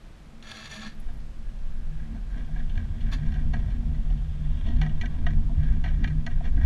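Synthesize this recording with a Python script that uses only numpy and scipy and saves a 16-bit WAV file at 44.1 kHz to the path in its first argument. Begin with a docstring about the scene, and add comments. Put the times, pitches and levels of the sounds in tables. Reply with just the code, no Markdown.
"""A faint low rumble and hum under soft hiss swells as a trailer starts to roll, pulled slowly by a pickup truck.
A camera in a sealed housing rides on the watercraft it carries. The road shakes frame, hull and panels
(noise through narrow resonances, and wandering sines). A loose part knocks, squeaks and chatters on the housing
(bursts and clicks into ringing modes), something scrapes early on (dense slips), and small metal tinkles.
Levels in dB are set ahead of the rounding and gain in record()."""
import sys
import numpy as np
from scipy import signal
from scipy.fft import rfft, irfft
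from scipy.io import wavfile
from scipy.ndimage import uniform_filter1d

SR = 44100
rng = np.random.default_rng(int(sys.argv[2]) if len(sys.argv) > 2 else 0)


def generate_wav(sig):
    """Save sig (samples, or channels by samples) to the path in sys.argv[1] as 16-bit PCM at SR."""
    pcm = np.round(np.clip(np.atleast_2d(sig).T, -1, 1) * 32767).astype(np.int16)
    wavfile.write(sys.argv[1], SR, pcm)


N = 293265
T = np.arange(N) / SR


def undb(db):
    """Level in dB to amplitude."""
    return 10 ** (np.asarray(db) / 20)


def unit(x):
    """Scale to rms 1."""
    return x / np.sqrt(np.mean(x ** 2))


def curves(table):
    """Columns of a table joined by straight lines in time."""
    s, *columns = np.transpose(table)
    return [np.interp(T, s, column) for column in columns]


def lowpass(x, order, hz):
    """Smooth roll-off above a corner frequency."""
    return signal.sosfilt(signal.butter(order, hz, fs=SR, output="sos"), x)


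def damped(x, hz):
    """Treble loss, as through the sealed housing."""
    return lowpass(x, 4, hz)


def ring(x, hz, width_hz):
    """One resonance; its peak gain is 1."""
    return signal.lfilter(*signal.iirpeak(hz, hz / width_hz, fs=SR), x)


def steep(x, hz, width_hz):
    """A resonance whose skirts fall twice as fast."""
    return ring(ring(x, hz, width_hz), hz, 4 * width_hz)


def wander(hz, width_hz, depth_db):
    """Gain that strays at random around a given rate, by an rms depth in dB."""
    return undb(depth_db * unit(ring(rng.standard_normal(N), hz, width_hz)))


def grains(rate, spread_db):
    """Random clicks (rate per second), many small and a few large; rms 1."""
    hit = rng.random(N) < rate / SR
    size = rng.standard_normal(N) * undb(spread_db * rng.exponential(size=N))
    return unit(hit * size)


def steady(x, hold_s, share):
    """Even out part of the slow chance swell of a narrow noise."""
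    window = int(hold_s * SR)
    power = uniform_filter1d(uniform_filter1d(x ** 2, window), window)
    return unit(x / (power + 1e-12) ** (share / 2))


def shake(modes, hold_s, share):
    """Random shaking heard through the narrow modes of one part."""
    grit = rng.standard_normal(N)
    total = 0
    for hz, width_hz, db in modes:
        tone = grit
        for _ in range(3):  # three wide resonances in a row make one with steep skirts
            tone = ring(tone, hz, 2 * width_hz)
        total = total + undb(db) * unit(tone)
    return steady(total, hold_s, share)


def hum(table, width_hz, rough):
    """A flexing part's tone: a sine on a wandering pitch, roughened by slow random shaking."""
    phase = 2 * np.pi * np.cumsum(curves(table)[0]) / SR
    in_step, across = [unit(lowpass(rng.standard_normal(N), 2, width_hz)) for _ in range(2)]
    return unit((1 + rough * in_step) * np.sin(phase) + rough * across * np.cos(phase))


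# Road shake: t/s, frame sway level/dB, frame bounce level/dB, hull boom level/dB
ROAD_SHAKE = [(0.0, -46, -48, -61), (0.2, -55, -45.5, -55.5), (0.41, -44, -64, -58), (0.68, -54, -55, -53),
              (1.03, -31, -49, -52), (1.07, -28, -37, -48), (1.24, -36.5, -40, -48.5),
              (1.8, -24.5, -44.5, -46), (1.87, -26, -45, -44), (1.93, -30, -45, -59), (1.96, -26, -35, -44),
              (2.15, -44, -34.5, -42.5), (2.46, -31.5, -29, -42.5), (2.68, -25, -34.5, -40.5),
              (2.76, -27, -32.5, -29.5), (2.94, -43, -32.5, -35.5), (3.06, -23, -26.5, -31.5),
              (3.11, -28, -29, -36.5), (3.15, -31, -21, -36.5), (3.22, -40, -32.5, -27),
              (3.28, -21.5, -30.5, -42), (3.33, -28.5, -36, -31.5), (3.37, -31, -25, -38),
              (3.46, -23, -30.5, -30), (3.59, -30.5, -26.5, -29.5), (3.63, -28, -31.5, -41),
              (3.68, -51, -24.5, -25), (3.72, -36, -24.5, -40), (3.78, -31, -25.5, -31.5),
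              (3.98, -37, -27, -32), (4.04, -25.5, -30, -41), (4.08, -23.5, -27, -36),
              (4.11, -30, -23, -34), (4.2, -41, -27.5, -35), (4.37, -33, -33.5, -35.5),
              (4.5, -26, -26, -36), (4.56, -24, -42, -32), (4.61, -33, -30, -36.5), (4.72, -20, -25, -28),
              (4.8, -30.5, -19.5, -35.5), (4.93, -19.5, -35, -30), (5.04, -28.5, -22.5, -34),
              (5.08, -33, -31, -31), (5.17, -24.5, -39, -37), (5.22, -19, -25, -28),
              (5.3, -25.5, -27, -30.5), (5.37, -17.5, -24.5, -26.5), (5.5, -29, -29, -33),
              (5.54, -28, -20, -34), (5.59, -24.5, -28, -21), (5.63, -26.5, -34, -30.5),
              (5.72, -21.5, -18.5, -31), (5.81, -20.5, -36, -33), (5.85, -30, -23.5, -30.5),
              (6.17, -27, -26, -32.5), (6.22, -27, -33, -38.5), (6.46, -22.5, -29.5, -30.5),
              (6.52, -21, -29, -35), (6.59, -25, -19.5, -24), (6.65, -31, -26.5, -22.5)]
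# Frame and hull resonances: f/Hz, width/Hz, level/dB
FRAME_SWAY = [(17.14, 8.7, 0)]
FRAME_BOUNCE = [(32.07, 10.3, -1.5), (42.97, 2.75, -4)]
HULL_BOOM = [(73.15, 25.5, 8), (101.2, 47.4, -1.5), (110, 18, -26), (126, 7.8, -31.5)]
# Main tone of the flexing hull: t/s, f/Hz
HULL_TONE = [(2.2, 58), (2.47, 60.9), (2.55, 72.6), (2.76, 64.15), (2.83, 78.9), (2.99, 79.5),
             (3.08, 67.34), (3.38, 66.6), (3.45, 57.7), (3.65, 59.05), (3.74, 70.8), (3.86, 69.84),
             (3.96, 58.3), (4.38, 64.8), (4.64, 84.9), (4.95, 73.6), (5.72, 69.86), (5.79, 58.8),
             (5.92, 58.2), (5.99, 68.7), (6.2, 69.8), (6.29, 85.36), (6.46, 86.65), (6.65, 66.4)]
HULL_TONE_DB = -3  # against the hull's broad boom


def rumble():
    """Asphalt grit shakes the frame's sway and bounce modes and makes the hull boom."""
    sway = shake(FRAME_SWAY, 0.11, 0.77)
    bounce = shake(FRAME_BOUNCE, 0.095, 0.78)
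    boom = unit(shake(HULL_BOOM, 0.1, 0.6) + undb(HULL_TONE_DB) * hum(HULL_TONE, 10.8, 0.3))
    return sum(undb(db) * part for part, db in zip((sway, bounce, boom), curves(ROAD_SHAKE)))


# Hum of the two hull panels: t/s, upper panel level/dB, lower panel level/dB
PANEL_LEVELS = [(0.0, -62, -56), (0.07, -61, -80), (0.13, -63.5, -63), (0.57, -54, -66), (0.68, -60.5, -60),
                (0.87, -43, -61), (0.91, -59, -57), (0.96, -53, -58), (1.09, -58.5, -69), (1.15, -51, -49),
                (1.33, -62.5, -58), (1.48, -54, -54), (1.72, -60, -53.5), (1.78, -50.5, -63),
                (1.93, -60.5, -41), (2.15, -41.5, -48.5), (2.31, -58, -52), (2.371, -38.5, -47.5),
                (2.44, -52, -48), (2.52, -51.5, -37.5), (2.76, -44.5, -46), (2.83, -45, -56),
                (2.93, -48.5, -45), (3.15, -39.5, -44), (3.2, -50, -37), (3.259, -42, -34),
                (3.31, -41.5, -47), (3.37, -43, -36.5), (3.631, -41, -37), (3.67, -51, -39),
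                (3.76, -41, -59), (3.89, -41.5, -35), (3.96, -46, -35), (4.02, -45, -52), (4.06, -53, -39),
                (4.17, -42.5, -38.5), (4.22, -54.5, -42), (4.48, -45, -35), (4.63, -50, -50),
                (4.68, -35.5, -45), (4.81, -42, -30), (4.87, -36, -29.5), (4.98, -53, -38),
                (5.04, -39, -44), (5.15, -47.5, -37.5), (5.2, -36, -40.5), (5.26, -41, -33),
                (5.56, -40.5, -40.5), (5.59, -53, -31), (5.629, -44, -32), (5.78, -39, -39),
                (5.96, -46, -35.5), (6.02, -32, -38.5), (6.17, -45, -29), (6.31, -43, -49.5),
                (6.37, -50, -37.5), (6.48, -39, -40.5), (6.52, -44.5, -45.5), (6.59, -32, -33),
                (6.65, -47, -34.5)]
# Lesser modes of the upper panel: f/Hz, width/Hz, level/dB
UPPER_SIDE_MODES = [(187, 9.5, -7.5), (205, 6.3, -7), (265, 13.6, -10.5), (296.4, 16.7, -11.5),
                    (347.5, 80, -19)]
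# Main tones, wandering as the hull flexes: t/s, f/Hz
UPPER_PITCH = [(0.1, 214.6), (0.37, 229.9), (0.72, 215.7), (1.03, 222.0), (1.07, 234.3), (1.56, 221.0),
               (2.36, 223.5), (2.4, 232.5), (3.06, 220.4), (3.14, 242.7), (3.25, 217.4), (3.55, 231.5),
               (3.69, 214.4), (3.75, 230), (4.2, 223.1), (4.28, 238.8), (4.46, 220.4), (4.55, 243.4),
               (4.64, 217), (4.73, 237), (5.43, 218), (5.61, 244), (5.66, 227.8), (6.65, 230.5)]
LOWER_PITCH = [(1.1, 151.7), (1.19, 149.8), (2.78, 151.7), (2.89, 146.5), (2.97, 149.5), (3.32, 150.8),
               (3.54, 147.5), (3.76, 152.8), (3.94, 149.5), (4.53, 148.5), (4.62, 152.0), (5.24, 151.3),
               (5.8, 147.1), (6.25, 152.8), (6.39, 149.8), (6.65, 152.8)]
SIDE_MODES_DB = -6.5  # against the upper panel's main tone


def panels():
    """Two hull panels hum through the mount, each on a wandering tone; the upper has side modes too."""
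    side = shake(UPPER_SIDE_MODES, 0.11, 0.59)
    upper = unit(hum(UPPER_PITCH, 15.5, 0.91) + undb(SIDE_MODES_DB) * side)
    lower = hum(LOWER_PITCH, 7.5, 0.29)
    return sum(undb(db) * part for part, db in zip((upper, lower), curves(PANEL_LEVELS)))


# The truck's muffled engine: f/Hz, width/Hz, level/dB
ENGINE_MODES = [(112, 12, -2), (148.2, 30, -3), (182.6, 14, -4.5), (210.5, 23, -4.5)]
ENGINE_DB = -55.5


def engine():
    """The engine ahead mutters evenly: noise through a few low resonances."""
    return undb(ENGINE_DB) * shake(ENGINE_MODES, 0.13, 0.22)


# Spectrum of air and microphone noise: f/Hz, level/dB (density per Hz)
HISS_SPECTRUM = [(150, -47.5), (260, -9), (293, 6), (378, 0), (479, 0.5), (661, -1.5), (993, -5),
                 (1100, -5), (1180, -4.5), (1620, -6.5), (1770, -7.5), (3200, -11), (7860, -21.5),
                 (15000, -31.5)]
HISS_DB = -58.5
# Faint steady tone of the camera electronics: f/Hz, level/dB (rms)
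WHINE_TONES = [(8032, -92)]


def hiss():
    """Muffled outdoor air and microphone noise as shaped noise, with a thin sine whine."""
    hz, db = np.transpose(HISS_SPECTRUM)
    f = np.maximum(np.arange(N // 2 + 1) * SR / N, 1)
    shape = undb(np.interp(np.log(f), np.log(hz), db))
    air = unit(irfft(rfft(rng.standard_normal(N)) * shape, N))
    air = lowpass(air, 6, 12800)  # the noise fades early at the top
    whine = sum(undb(db) * np.sqrt(2) * np.sin(2 * np.pi * hz * T) for hz, db in WHINE_TONES)
    return undb(HISS_DB) * air + whine


# Housing modes: f/Hz, width/Hz, level/dB when knocked, level/dB when rubbed
HOUSING_MODES = [(406, 116, -18.5, -6), (645, 43.5, -10.5, -3.5), (732, 48.4, 0, -1.5), (927, 94, -14, -12),
                 (1033, 91, -20, -8), (1272, 87, -17.5, -11), (1527, 37, -13, -4.5), (1639, 96, -9.5, 0),
                 (1746, 84, -21.5, -9.5), (1888, 68, -4, 1), (2260, 108, -14.5, -7.5), (2394, 84, -15, -8),
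                 (2818, 160, -15.5, -15.5), (3073, 54, -14, -16.5), (3257, 204, -21, -14.5),
                 (3625, 220, -20.5, -19), (4040, 250, -27, -22.5), (4230, 280, -18, -22),
                 (4800, 450, -42, -28), (5595, 110, -22.5, -21), (5920, 150, -33.5, -32),
                 (6180, 110, -24, -29), (6680, 330, -31.5, -29), (10130, 1900, -40.5, -51)]
SQUEAK_HZ = 1656


def mode_groups():
    """Sort the housing modes by pitch: low, squeaking, other middle (and top), bright edge, top."""
    hz = np.transpose(HOUSING_MODES)[0]
    low, high = hz < 1100, hz > 4000
    edge = (hz > 2600) & ~high
    squeaking = ~low & ~edge & (abs(hz - SQUEAK_HZ) <= 140)
    others = ~low & ~edge & ~squeaking
    return low, squeaking, others, edge, high


# Knocks: t/s, level/dB, then against it: low ring level/dB, squeaking modes level/dB, bright edge level/dB,
# top level/dB; contact fade/ms, level/dB of the ring near 2.3 kHz, low ring f/Hz, middle ring f/Hz
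# (fixed offsets for each group are added to these levels)
KNOCK_LIST = [(0.425, -45, -14, -4, 1.5, 5, 2.3, 2, 651, 1850),
              (1.0843, -53, -0.5, 11, -8, -15, 21, 0, 730, 1800),
              (1.202, -55, -15, 4, -4, 0, 4.4, 2, 670, 1900),
              (2.0058, -71, 4, 0, -18, -18, 6, 2, 709, 1857),
              (2.148, -49.5, -0.5, 9, -22, -19, 9.5, -1, 706, 1887),
              (2.3436, -54, 1, -5, -16, -16, 8.6, 2, 707, 1876),
              (2.488, -55, 11, -2, -18, -18, 3.3, 1, 676, 1893),
              (2.558, -38.5, -7.5, 4.5, -20, -20, 7.9, -1, 718, 1870),
              (2.695, -47, -20, 8.5, -1, -10, 12.6, 2, 701, 1810),
              (2.755, -55, -1, -1, 4, -1, 8.2, 8, 753, 1840),
              (2.7755, -31, -13, 7, -13, -15, 2.6, 6.5, 693, 1880),
              (3.0053, -46, -8.5, -4, -4, -9, 22, 2, 730, 1907),
              (3.048, -60, -8, 2, -11, -13, 5.4, 1, 713, 1870),
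              (3.1193, -52, -21, -2, -19, -19, 6.9, 0, 735, 1887),
              (3.26, -45, 0, -5, -8, -9, 6.7, 6, 670, 1935),
              (3.3189, -44.5, -3, 3, -9, -9, 9.1, 4, 755, 1885),
              (3.3404, -34.5, -29, 1, -14, -14, 5.4, 1, 713, 1920),
              (3.3568, -38.5, -10, 11, -22, -29, 6.7, -2, 730, 1920),
              (3.3856, -38, -22, 1, -30, -27, 6.8, -10, 736, 1910),
              (3.4343, -54, 7, 0, -16, -16, 4.3, -2, 709, 1882),
              (3.5345, -26.5, -8.5, 3.5, -18, -18.5, 13.4, -0.5, 704, 1901),
              (3.5988, -49, -6, -2, -2, -10, 4.6, -3, 727, 1901),
              (3.7035, -46, -14, 0, -8, -9, 12, 5, 700, 1900),
              (3.9044, -59, 11, -2, -14, -14, 5.3, 1, 710, 1848),
              (3.9453, -47, -14, -3, -15, -10, 8.4, 2, 710, 1930),
              (4.101, -52, 2.5, -3, 1, -5, 12, 1, 748, 1814), (4.173, -49, -10, 5, -8, -8, 4, 2, 700, 1840),
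              (4.6638, -49, 5.5, 2, -0.5, -4, 34, -2, 652, 1890),
              (4.763, -42.5, -20, 1, -10.5, -9, 4.9, 2, 667, 1834),
              (4.814, -20, -12, 2, -15, -15.5, 5.3, 1, 744, 1947),
              (4.863, -23.5, -12, -10, -20, -19.5, 1.5, -3, 721, 1905),
              (4.893, -38, -25, -2, -11, -16, 6.3, -3, 687, 1874),
              (5.011, -25.5, -16, -8, -10.5, -11.5, 6.7, 7, 649, 1910),
              (5.0311, -39.5, 1, 4, -26, -24, 5.5, -2, 699, 1920),
              (5.057, -29, -20, 1, -12, -12, 3.1, 6, 666, 1918),
              (5.2649, -14.5, -15, -4, -20, -27, 4.1, -13, 701, 1886),
              (5.3049, -31, -27, 1, -21, -20, 4.9, -3, 700, 1923),
              (5.331, -40.5, -9, 0, -14, -18, 6.7, 3, 724, 1843),
              (5.4927, -52, 9, -4, -25, -29, 6, 1, 680, 1933),
              (5.5144, -57, 8, -2, -12, -12, 5.5, 5, 680, 1826),
              (5.6314, -51, -14, 2, 1, -5, 11, 5, 691, 1838),
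              (5.8392, -27, -11.5, 1, -16, -19.5, 19, -5, 706, 1923),
              (5.8581, -25.5, -17, -9, -35, -29, 6.2, 1, 734, 1884),
              (5.8766, -38, -17, 2, -11, -16, 9.8, 7, 720, 1876),
              (6.034, -32.5, -26, 5, -20, -20, 21, 0, 760, 1910),
              (6.0412, -22.5, -16.5, 4, -12.5, -15, 4.1, 4, 750, 1898),
              (6.0747, -31.5, -13, -4, -12, -12, 5.5, 8, 683, 1867),
              (6.104, -38, -16, 1, -25, -20, 8.7, -6, 662, 1897),
              (6.2642, -20, -16, -2, -17.5, -14, 3.5, -4, 712, 1925),
              (6.2746, -22.5, -11, 0, -34, -28, 2.2, -8, 725, 1950),
              (6.31, -36, -22, 2, -17, -24, 8.7, -2, 684, 1894),
              (6.4058, -43.5, 11, 6, -20, -18, 2.1, 0, 712, 1833),
              (6.4552, -38.5, -21, 2, -9, -12, 4, 8, 718, 1895),
              (6.4744, -47, -22, -2, -6, -16, 2.7, 3, 710, 1920),
              (6.5745, -32.5, -8, 8, -27, -29, 2.3, -6, 701, 1917),
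              (6.6115, -33, -14, 4, -31, -27, 9.4, -8, 738, 1878)]
KNOCK_RISE_MS = 0.6
KNOCK_WIDTH_SHARE = 0.83  # a struck mode rings narrower than a rubbed one
EVEN_SHARE = 0.85  # how far every mode gets its fair part of a blow


def knocks():
    """A loose part hits the housing: each short rattling contact rings all modes from its own spot."""
    contact = grains(12000, 0.37)
    hz, width_hz, knocked_db, _ = np.transpose(HOUSING_MODES)
    low, squeaking, _, edge, high = mode_groups()
    pair = (hz > 2100) & ~edge & ~high
    low_ring = np.argmax(knocked_db)
    middle_ring = np.argmax(np.where(low, -np.inf, knocked_db))
    struck_width_hz = KNOCK_WIDTH_SHARE * width_hz
    out = np.zeros(N)
    for s, db, low_db, squeak_db, edge_db, top_db, ms, pair_db, low_hz, middle_hz in KNOCK_LIST:
        i = int(s * SR)
        t_ms = 1000 * T[:min(SR // 8, N - i)]
        struck_hz = hz.copy()
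        struck_hz[low_ring], struck_hz[middle_ring] = low_hz, middle_hz

        envelope = (1 - np.exp(-t_ms / KNOCK_RISE_MS)) * np.exp(-t_ms / ms)
        bounces = envelope * contact[i:i + len(t_ms)]
        bounces = bounces / np.sqrt(np.sum(bounces ** 2) / (ms * SR / 2000))  # energy follows contact length
        bounces[:3] += undb(8.5)  # the first contact is one clean blow

        spot_db = 1.6 * rng.standard_normal(len(hz))
        gain_db = db + 14.5 + knocked_db + spot_db
        gain_db += low * (low_db + 8.5) + squeaking * squeak_db + pair * pair_db
        gain_db += edge * (edge_db + 13.5) + high * (top_db + 11.5)

        # the part of the blow's spectrum that each mode hears
        f = np.arange(len(t_ms) // 2 + 1) * SR / len(t_ms)
        off = (f - struck_hz[:, None]) / struck_width_hz[:, None]
        heard = 1 / (1 + (2 * off) ** 2)
        luck = np.sqrt(heard @ abs(rfft(bounces)) ** 2 / heard.sum(axis=1) / np.sum(bounces ** 2))
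        gain_db -= EVEN_SHARE * 20 * np.log10(np.clip(luck, 0.3, 3))

        for k in range(len(hz)):
            tone = steep(bounces, struck_hz[k], struck_width_hz[k])
            out[i:i + len(t_ms)] += (-1) ** k * undb(gain_db[k]) * tone / np.sqrt(KNOCK_WIDTH_SHARE)
    return damped(out, 9000)


# Scrapes: t/s, swell/s, hold/s, fade/(dB per s), level/dB, treble level/dB against the dull part
SCRAPE_LIST = [(0.425, 0.072, 0.18, 330, -46.5, -14.5), (0.694, 0.023, 0.059, 330, -44.5, -12.5),
               (0.792, 0.04, 0.037, 300, -43.5, -20), (3.116, 0.015, 0.0075, 596, -38.5, -15.5)]
# Sudden slips within the scrapes: t/s, peak level/dB (heard against SLIP_REST_DB)
SLIP_LIST = [(0.4266, -30.5), (0.445, -36), (0.4712, -32), (0.4912, -36), (0.5137, -33.5), (0.569, -34.5),
             (0.6359, -35), (0.6583, -40), (0.699, -41), (0.7127, -37), (0.815, -36)]
# Modes of the rubbed parts: f/Hz, width/Hz, level/dB
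SCRAPED_MODES = [(636.6, 8.7, 0.5), (779, 19, -7), (1113, 17, -0.5), (1323, 43, -2.5), (1663, 65, 1.5),
                 (1776, 20, 6.5), (2154, 34, -3), (2388, 38, -3), (2640, 21, 0), (3364, 96, -3.5),
                 (3584, 130, -5.5), (4170, 55, -3), (4450, 66, -12), (4560, 100, -4), (5830, 77, -3),
                 (7000, 53, -4), (6640, 100, -5), (9200, 150, -18), (9360, 67, -27.5)]
SLIP_FADE_MS, SLIP_REST_DB = 6.0, -41  # a slip adds to the steady rubbing at this level
SCRAPE_BITE_DB = -11.5  # level of the first contact against the hold
GAP_HZ, GAP_WIDTH_HZ = 5200, 370  # the housing passes little here


def scrapes():
    """Dense uneven slips all over the rubbed parts ring their modes over a broad rasp."""
    slips = 0
    for s, db in SLIP_LIST:
        fade = np.exp(-1000 * np.maximum(T - s, 0) / SLIP_FADE_MS)
        slips = slips + (T > s) * undb(db - SLIP_REST_DB) * fade
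    judder = wander(29, 27, 1.2) * np.hypot(1, slips)

    dull_rings, bright_rings = 0, 0
    for hz, width_hz, db in SCRAPED_MODES:
        patchy = wander(0.94, 6.7, 1.0)  # the contact wanders
        tone = undb(db) * steep(patchy * judder * grains(5000, 1.1), hz, width_hz)
        if hz < 5200:
            dull_rings = dull_rings + tone
        else:
            bright_rings = bright_rings + tone

    rasp = judder * grains(4900, 0.77)
    dull_rasp = undb(-11.5) * damped(ring(rasp, 1770, 5800), 5540)
    bright_rasp = undb(-44) * damped(ring(rasp, 3900, 2000), 7300)
    sizzle = undb(-18.5) * ring(ring(rasp, 10400, 1200), 10400, 1200)
    sizzle += undb(-29) * steep(rasp, 12600, 1500) + undb(-28) * steep(rasp, 8650, 1200)
    dull = unit(dull_rings + dull_rasp)
    bright = unit(bright_rings + bright_rasp + sizzle)

    out = 0
    for s, swell_s, hold_s, fade_db, db, treble_db in SCRAPE_LIST:
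        swell = SCRAPE_BITE_DB * np.clip(1 - (T - s) / swell_s, 0, 1)
        fade = fade_db * np.maximum(T - s - swell_s - hold_s, 0)
        out = out + (T > s) * undb(db + swell - fade) * (dull + undb(treble_db) * bright)
    return signal.lfilter(*signal.iirnotch(GAP_HZ, GAP_HZ / GAP_WIDTH_HZ, fs=SR), out)


# Bouts of the rocking loose part: t/s of the peak, level/dB, swell/s, fade/s, squeak level/dB against it
CHATTER_BOUTS = [(1.47, -64.5, 0.033, 0.068, 9), (1.63, -71, 0.034, .1, 9), (1.725, -72, 0.03, 0.04, 9),
                 (1.8, -69, 0.057, 0.07, 9), (1.92, -71, 0.037, 0.05, 8), (2.02, -59.5, 0.12, 0.044, 4.5),
                 (2.17, -59.5, 0.1, 0.033, 4), (2.38, -52.5, 0.12, 0.1, 3), (2.59, -52, 0.073, 0.054, 5.5),
                 (2.8, -53.5, 0.067, 0.06, 7), (3.08, -53, 0.076, 0.19, 3), (3.37, -52.5, 0.15, 0.047, 2),
                 (3.56, -53, .02, 0.14, -7), (3.74, -61, 0.3, 0.05, 5), (3.95, -56.5, 0.079, 0.024, -1),
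                 (4.12, -61, 0.072, 0.077, -7), (4.68, -55, 0.13, 0.074, -10),
                 (4.835, -45.5, 0.048, 0.053, 1.5), (5.041, -53.5, 0.045, 0.056, 12),
                 (5.285, -48.5, 0.016, 0.06, 5), (5.585, -64, 0.036, 0.078, -1),
                 (5.66, -58.5, 0.14, 0.13, 10), (5.73, -57.5, 0.17, 0.054, -10),
                 (5.87, -53.5, 0.074, 0.39, 2.5), (6.06, -56, 0.051, 0.073, 5),
                 (6.3, -56, 0.018, 0.18, 4.5), (6.453, -43, 0.018, 0.032, -4), (6.63, -51, 0.11, 0.06, 3)]
# Steady buzz between the bouts: t/s, middle level/dB, bright edge level/dB, low ring level/dB
STEADY_BUZZ = [(0.9, -65, -67, -65), (1.8, -80, -91, -70), (2.5, -69, -62, -61), (3.2, -61, -60.5, -57.5),
               (3.9, -68.5, -63, -55.5), (4.3, -66, -59, -62), (4.7, -59.5, -53.5, -53.5),
               (5.3, -61.5, -63, -54.5), (5.9, -83, -63.5, -59), (6.65, -68, -65, -61)]
BOUT_SPAN_DB = 16.5  # level lost over one swell or fade time
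BOUT_EDGE_DB, BOUT_LOW_DB = -4, 0  # bright edge and low ring against the bout


def rubbing():
    """Drive of the middle, bright, low and squeaking modes: bouts over a steady buzz."""
    bouts, squeaks = 0, 0
    for s, db, swell_s, fade_s, squeak_db in CHATTER_BOUTS:
        away = np.maximum((s - T) / swell_s, (T - s) / fade_s)
        shape = undb(db - BOUT_SPAN_DB * away)
        bouts = bouts + shape
        squeaks = squeaks + undb(squeak_db) * shape
    middle_db, edge_db, low_db = curves(STEADY_BUZZ)
    begun = T > STEADY_BUZZ[0][0]
    middle = begun * np.hypot(undb(middle_db), bouts)
    bright = begun * np.hypot(undb(edge_db), undb(BOUT_EDGE_DB) * bouts)
    deep = begun * np.hypot(undb(low_db), undb(BOUT_LOW_DB) * bouts)
    squeak = begun * np.hypot(undb(middle_db), squeaks)
    return middle, bright, deep, squeak


# below this level the other middle modes give way to the squeaking ones, by this many dB per dB
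SOFT_DB, SOFT_SHARE = -55.5, 0.096


def chatter():
    """The loose part rubs and buzzes on the housing: dense clicks drive its modes in bouts."""
    middle, bright, deep, squeak = rubbing()
    buzz = wander(4.4, 20, 1) * grains(2500, 1.86)
    low, squeaking, others, edge, _ = mode_groups()
    gentle = np.minimum(middle / undb(SOFT_DB), 1) ** SOFT_SHARE
    out = np.zeros(N)
    for k, (hz, width_hz, _, rubbed_db) in enumerate(HOUSING_MODES):
        if low[k]:
            strength = deep
        elif edge[k]:
            strength = undb(5.3) * bright
        elif squeaking[k]:
            strength = middle * squeak / (middle + 1e-12)  # the squeak's own level, silent before the buzz
        elif others[k]:
            strength = middle * gentle  # gentle rubbing mostly squeaks
        push = buzz * undb(17 + rubbed_db) * strength
        out += (-1) ** k * steep(push, hz, width_hz)
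    return damped(out, 9000)


# Small metal tinkles: t/s, peak level/dB, tilt to the upper modes/(dB per kHz)
TINKLE_LIST = [(0.9453, -67, 4), (0.997, -54, 0.5), (1.041, -67, -3), (1.1318, -61, 3), (1.1694, -67, 0),
               (3.123, -55, 2)]
# Modes of the small metal parts: f/Hz, width/Hz, level/dB
METAL_MODES = [(8700, 170, -5), (10230, 260, 5), (12900, 170, 1), (13400, 220, -12), (14200, 200, -7)]


def tinkles():
    """Tiny bright rings of small metal parts: a short noise tick through high modes."""
    out, t = np.zeros(N), T[:SR // 10]
    for s, peak_db, tilt_db in TINKLE_LIST:
        tick = rng.standard_normal(len(t)) * (1 - np.exp(-t / 0.0019)) * np.exp(-t / 0.0086)
        tone = np.zeros(len(t))
        for hz, width_hz, db in METAL_MODES:
            gain_db = db + tilt_db * hz / 1000 + 3.1 * rng.standard_normal()
            tone += undb(gain_db) * ring(ring(tick, hz, 2 * width_hz), hz, 2 * width_hz)
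        out[int(s * SR):][:len(t)] += undb(peak_db) * tone / np.abs(tone).max()
    return out


def scene():
    """All sources add up at the one microphone."""
    shaken = rumble() + panels() + engine()
    loose = knocks() + scrapes() + chatter() + tinkles()
    return (shaken + hiss() + loose)[None]


TOP_HZ = 14500


def record(dry):
    """The recorder rounds the largest swings and cuts the top."""
    rounded = np.tanh(1.245 * dry) / 1.131
    return signal.sosfilt(signal.ellip(8, 0.2, 60, TOP_HZ, fs=SR, output="sos"), rounded)


dry = scene()
out = record(dry)
generate_wav(out)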